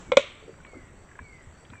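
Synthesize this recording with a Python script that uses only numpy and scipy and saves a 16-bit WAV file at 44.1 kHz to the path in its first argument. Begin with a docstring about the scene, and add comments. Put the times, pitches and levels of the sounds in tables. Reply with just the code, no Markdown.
"""A forest murmurs, insects hiss and a bright wash of noise dies away. A bird repeats a falling whistle
and hooves thud softly. A peccary (a wild, pig-like animal) at a salt lick clacks its teeth twice:
the teeth crack, the jaw rings, the hollow mouth sounds, and rocks and trees throw the clacks back.
Then a fainter bird chirps above the whistle, and chewing and grit make small ticks."""
import sys
import numpy as np
from scipy import signal
from scipy.fft import rfft, irfft
from scipy.io import wavfile
from scipy.ndimage import uniform_filter1d

SR = 44100
rng = np.random.default_rng(int(sys.argv[2]) if len(sys.argv) > 2 else 0)


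def waveform_to_disk(signal):
    """Save audio, clipped to [-1, 1], as 16-bit WAV at the path in sys.argv[1]."""
    frames = np.transpose(np.atleast_2d(signal))
    scaled = np.clip(frames, -1, 1) * 32767
    samples = np.round(scaled).astype(np.int16)
    wavfile.write(sys.argv[1], SR, samples)


N = 79380
T = np.arange(N) / SR
HZ = np.fft.rfftfreq(N, 1 / SR)


def amp(db):
    """Turns decibels into a number to multiply by."""
    return 10 ** (np.asarray(db) / 20)


def unit(x):
    """Scales a signal to an average strength (rms) of 1."""
    return x / np.sqrt(np.mean(x ** 2) + 1e-20)


def read(points, hz):
    """Looks up hz in rows of (frequency, value), sliding between rows on a pitch scale."""
    f, value = np.transpose(points)
    return np.interp(np.log(hz + 1), np.log(f + 1), value)


def add(mix, s, sound):
    """Mixes a sound in, starting at s seconds."""
    part = mix[max(round(s * SR), 0):]
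    part += sound[:len(part)]


def tone(hz):
    """A steady, pure note."""
    return np.sin(2 * np.pi * hz * T)


def noise(gain):
    """Noise of strength 1; gain sets the share of each frequency."""
    return unit(irfft(rfft(rng.standard_normal(N)) * gain, N))


def band(hz, octaves):
    """A bell-shaped gain that keeps the frequencies near hz."""
    return np.exp(-.5 * (np.log2((HZ + 1) / hz) / octaves) ** 2)


def drift(hz):
    """A random wobble, up to about hz times a second."""
    return noise(np.exp(-(HZ / hz) ** 2))


def decay(t60, t=T):
    """A fade that drops 60 dB in t60 seconds, the fade time."""
    return np.exp(-np.log(1000) * t / t60)


def forest(x):
    """Countless tiny echoes of x: quick ones off the ground, lasting ones off the trunks."""
    # echoes among the trees: f/Hz, level/dB, fade time/s
    trees = [(150, -19, 0.75), (510, 17, 0.26), (1055, -5, 1), (1670, 5, 0.6), (2390, 1, 0.73),
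             (3260, 2.5, 0.64), (4800, -1.5, 0.55), (7400, 6.5, 0.23)]
    trees = np.array(trees)
    hz, t, grains = signal.stft(rng.standard_normal(N), SR, nperseg=256)
    trunk_fade = decay(read(trees[:, [0, 2]], hz)[:, None], t)
    ground_fade = amp(-2) * decay(t60=0.18, t=t)
    colour = amp(read(trees[:, :2], hz))[:, None]
    tail = signal.istft(grains * colour * (trunk_fade + ground_fade), SR, nperseg=256)[1][:N]
    tail *= np.minimum(T / 0.013, 1)  # the echoes take a moment to build
    return signal.fftconvolve(x, tail / np.linalg.norm(tail))[:N]


def murmur():
    """The forest's low noise, slightly louder or softer in random patches of pitch and time."""
    # tone colour of the murmur: f/Hz, relative level/dB
    colour = [(25, 5.5), (60, 3.5), (100, 0.5), (160, -3.5), (280, -6), (500, -8.5), (750, -13),
              (1400, -14.5), (1900, -16.5), (2500, -22), (3300, -26), (4300, -32.5), (5150, -40),
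              (5800, -27), (6400, -31.5), (7200, -26.5), (8300, -27), (9100, -51.5)]
    rumble_cut = HZ / np.hypot(HZ, 30)
    grains = signal.stft(noise(amp(read(colour, HZ)) * rumble_cut), nperseg=512)[2]
    patches = uniform_filter1d(rng.standard_normal(grains.shape), size=9, axis=0)
    patch_db = 1.5 * unit(uniform_filter1d(patches, size=8, axis=1))
    return amp(-51.5) * unit(signal.istft(grains * amp(patch_db), nperseg=512)[1][:N])


def insects():
    """Insects make a high, narrow hiss that flutters quickly."""
    flutter = 1 + 0.39 * drift(hz=147)
    return amp(-69.5) * noise(band(hz=7765, octaves=0.055)) * flutter


def wash():
    """A bright wash of noise dies away at the start."""
    # tone colour of the wash: f/Hz, relative level/dB
    colour = [(200, 5.5), (550, -2.5), (1200, -1.5), (3300, -12.5), (4800, -20), (7500, -9), (9000, -32.5)]
    return amp(-47.5) * decay(t60=0.66) * noise(amp(read(colour, HZ)))


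def whistling_bird():
    """A pure note slides down, swelling and fading, blurred by the trees."""
    # the whistles: t/s, level/dB
    calls = [(.03, -56), (.61, -54), (1.175, -52.5), (1.715, -50)]
    # tuning of each whistle: pitch ratio
    tunings = [0.979, 0.991, 1.0, 1.025]
    base_hz, fall_hz_per_s, peak_s, length_s = 2413, 2000, .11, .28
    swell = np.interp(T, [0, peak_s, length_s], [0, 1, 0]) ** 0.66
    out = np.zeros(N)
    for (s, db), tune in zip(calls, tunings):
        hz = tune * base_hz - fall_hz_per_s * np.minimum(T, length_s) + 5 * drift(hz=60)
        add(out, s, amp(db) * swell * np.sin(2 * np.pi * np.cumsum(hz) / SR))
    return out + amp(-1) * forest(out)


def hoof_thuds():
    """Hooves and snouts push into soft soil: a low, fading note with a noisy scuff."""
    # the thuds: t/s, level/dB, f/Hz, fade time/s
    thuds = [(0.062, -44, 112, 0.084), (0.073, -39, 220, 0.061), (0.087, -42, 88, 0.14),
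             (0.095, -37.5, 214, 0.062), (.42, -50.5, 449, 0.43), (0.48, -34, 377, 0.032),
             (0.493, -32.5, 367, 0.032), (0.509, -39, 418, 0.034), (0.529, -41, 162, 0.037),
             (.732, -40.5, 511, 0.094), (0.753, -34.5, 376.5, 0.035), (0.768, -37, 269, 0.045),
             (0.784, -45, 365, 0.055), (.8, -46.5, 129, 0.135), (1.202, -40, 80.5, 0.24),
             (1.212, -39, 250, 0.039), (1.47, -40.5, 82.5, 0.17), (1.488, -49.5, 140, .07),
             (1.699, -40, 93.8, 0.24), (1.722, -31.5, 274, 0.022)]
    rise = np.minimum(T / .002, 1)
    out = np.zeros(N)
    for s, db, hz, t60 in thuds:
        scuff = amp(-4.5) * noise(band(hz, octaves=0.5))
        add(out, s, amp(db) * rise * decay(t60) * (tone(hz) + scuff))
    return out


def tooth_clack(mouth_hz, mouth_db, mouth_s, tilt_db, tune):
    """Teeth crack together, the jaws ring and bump, and the hollow of the closing mouth sounds."""
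    # ringing notes of teeth and jaw: f/Hz, level/dB, fade time/s
    jaw_notes = [(1085, -12, .03), (1410, -21, 0.051), (1894, -20, 0.023), (2093, -12, 0.019),
                 (2275, -9, 0.032), (2492, -17, 0.057), (3120, -12, 0.017), (3496, -12, .028),
                 (3830, -22, 0.049), (4080, -24, 0.036), (4810, -28, 0.026), (5880, -17, 0.011),
                 (6810, -25.5, 0.015), (7450, -28, 0.012)]
    # tone colour of the crack: f/Hz, relative level/dB
    crack_colour = [(60, -27), (250, -3.5), (500, -3), (750, -4), (1000, -2), (1700, -9.5), (2300, -10.5),
                    (3700, -20), (4400, -20.5), (5800, -19), (7900, -17), (8600, -32.5), (9500, -48),
                    (15000, -50)]
    jaw = np.zeros(N)
    for k, (hz, db, t60) in enumerate(jaw_notes):
        gain = (-1) ** k * amp(db + np.interp(hz, HZ, tilt_db))  # every other note is flipped
        jaw += gain * decay(t60) * tone(tune * hz)
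    crack = amp(-11) * decay(t60=0.029) * noise(amp(read(crack_colour, HZ) + tilt_db))
    teeth_rise = 1 - np.exp(-T / 0.00083)
    mouth_rise = 1 - np.exp(-T / .002)
    mouth_shut = np.exp(-(T / mouth_s) ** 3.6)
    mouth = amp(mouth_db) * mouth_rise * mouth_shut * tone(mouth_hz)
    bump = amp(-25.5) * decay(t60=.03) * tone(235)
    return (jaw + crack) * teeth_rise + mouth + bump


def peccary():
    """Two clacks of the teeth; rocks and a log send back dull copies, and the trees ring on."""
    # the clacks: t/s, level/dB, mouth f/Hz, mouth level/dB, mouth ring time/s,
    # treble tilt/(dB per octave squared), forest level/dB, nearest rock's echo/dB, jaw pitch ratio
    clacks = [(0.1182, -9.5, 519, -1.5, 0.012, -3, -17, -9.5, .965),
              (0.1698, 0.5, 549, -3, 0.012, 0, -11, -19.5, 1.005)]
    # echoes off the log and stones: delay/s, level/dB
    echoes = [(0.0145, -30.5), (0.023, -20.5)]
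    # the short burst a clack throws into the trees: f/Hz, relative level/dB
    burst_colour = [(100, -12), (350, -5.5), (450, -2), (515, 6), (620, -1.5), (850, -11.5), (1100, 9),
                    (1700, -5.5), (2250, 10), (2800, 4.5), (3600, 7.5), (4400, -4), (5100, -10),
                    (5800, -5.5), (8000, -10.5), (9500, -26.5)]
    rock_delay_s, burst_delay_s = 0.014, 0.0027
    treble_octaves = np.log2(np.maximum(HZ / 2000, 1))
    out = np.zeros(N)
    for s, db, mouth_hz, mouth_db, mouth_s, tilt, forest_db, rock_db, tune in clacks:
        tilt_db = tilt * treble_octaves ** 2
        clack = amp(db) * tooth_clack(mouth_hz, mouth_db, mouth_s, tilt_db, tune)
        burst = irfft(amp(db + 13 + read(burst_colour, HZ) + tilt_db), N)
        burst = np.roll(burst, round(burst_delay_s * SR)) * (T < 2 * burst_delay_s)
        add(out, s, clack + amp(forest_db) * forest(burst + amp(-27) * clack))
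        dull = signal.lfilter(*signal.butter(1, 2200, fs=SR), clack)
        for delay, echo_db in [(rock_delay_s, rock_db)] + echoes:
            add(out, s + delay, amp(echo_db) * dull)
    return out


def raspy(cycles, blur_hz=230):
    """A note roughened by fast random wobbles; cycles counts its vibrations so far."""
    phase = 2 * np.pi * cycles
    return (drift(blur_hz) * np.sin(phase) + drift(blur_hz) * np.cos(phase)) / 2


def chirping_bird():
    """A far bird's raspy rising chirp, with a fainter, higher note just behind it."""
    # the chirps: t/s, relative level/dB
    chirps = [(0.399, -66.5), (0.658, -67.5), (0.951, -69.5), (1.229, -66), (1.519, -66)]
    start_hz, rise_hz_per_s, peak_s, length_s = 4394, 1800, 0.029, 0.24
    top_hz, top_db, top_delay_s = 5700, -4.5, 0.047
    swell = np.sqrt(np.interp(T, [0, peak_s, length_s], [0, 1, 0]))
    cycles = np.cumsum(start_hz + rise_hz_per_s * np.minimum(T, length_s)) / SR
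    out = np.zeros(N)
    for s, db in chirps:
        add(out, s, amp(db) * swell * raspy(cycles))
        add(out, s + top_delay_s, amp(db + top_db) * swell * raspy(top_hz * T))
    return out


def chewing_ticks():
    """Chewing makes short, hollow ticks, each with a noisy spray of grit."""
    # the ticks: t/s, relative level/dB, f/Hz, grit level/dB, grit f/Hz
    ticks = [(0.54, -48, 1400, 2.5, 1500), (0.603, -42, 1493, -10, 1406), (0.6482, -41, 1060, -1, 1990),
             (0.666, -43, 1230, -9, 3230), (.7416, -42, 1280, -9, 1310), (1.0879, -44, 1960, -10, 2080),
             (1.1145, -39.5, 1690, -6, 1620), (1.1322, -49, 1920, -12, 2360),
             (1.1541, -39, 1640, -13, 1900), (1.19, -30.5, 1018, -5.5, 1540),
             (1.1906, -32, 1715, -8.5, 1700), (1.651, -51, 3250, 2, 2400), (1.7015, -41, 1405, -6.5, 2880),
             (1.7336, -37, 970, -2, 1700), (1.754, -44, 1730, 0.5, 1490)]
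    rise_s, length_s = 0.00049, 0.0062
    shape = np.minimum(T / rise_s, 1) * np.exp(-(T / length_s) ** 2) / 2
    out = np.zeros(N)
    for s, db, hz, grit_db, grit_hz in ticks:
        grit = amp(grit_db) * noise(band(grit_hz, octaves=0.36))
        add(out, s, amp(db) * shape * (tone(hz) + grit))
    return out


def scene():
    """Adds all the sounds into one channel; thuds and ticks echo faintly in the trees."""
    background = murmur() + insects() + wash()
    birds = whistling_bird() + chirping_bird()
    ground = hoof_thuds() + chewing_ticks()
    return (background + birds + ground + amp(-14) * forest(ground) + peccary())[None]


def record(dry):
    """A microphone that loses the highest treble, flattens very loud peaks and adds a faint hiss."""
    mic_top_hz, peak_limit, hiss_db, final_top_hz = 8600, .95, -85, 15700
    dulled = signal.oaconvolve(dry, signal.firwin(121, mic_top_hz, fs=SR)[None], "same")
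    hissy = np.clip(dulled, -peak_limit, peak_limit) + amp(hiss_db) * rng.standard_normal(N)
    treble_cut = signal.firwin(511, final_top_hz, window=("kaiser", 9), fs=SR)
    return signal.oaconvolve(hissy, treble_cut[None], "same")


dry = scene()
out = record(dry)
waveform_to_disk(out)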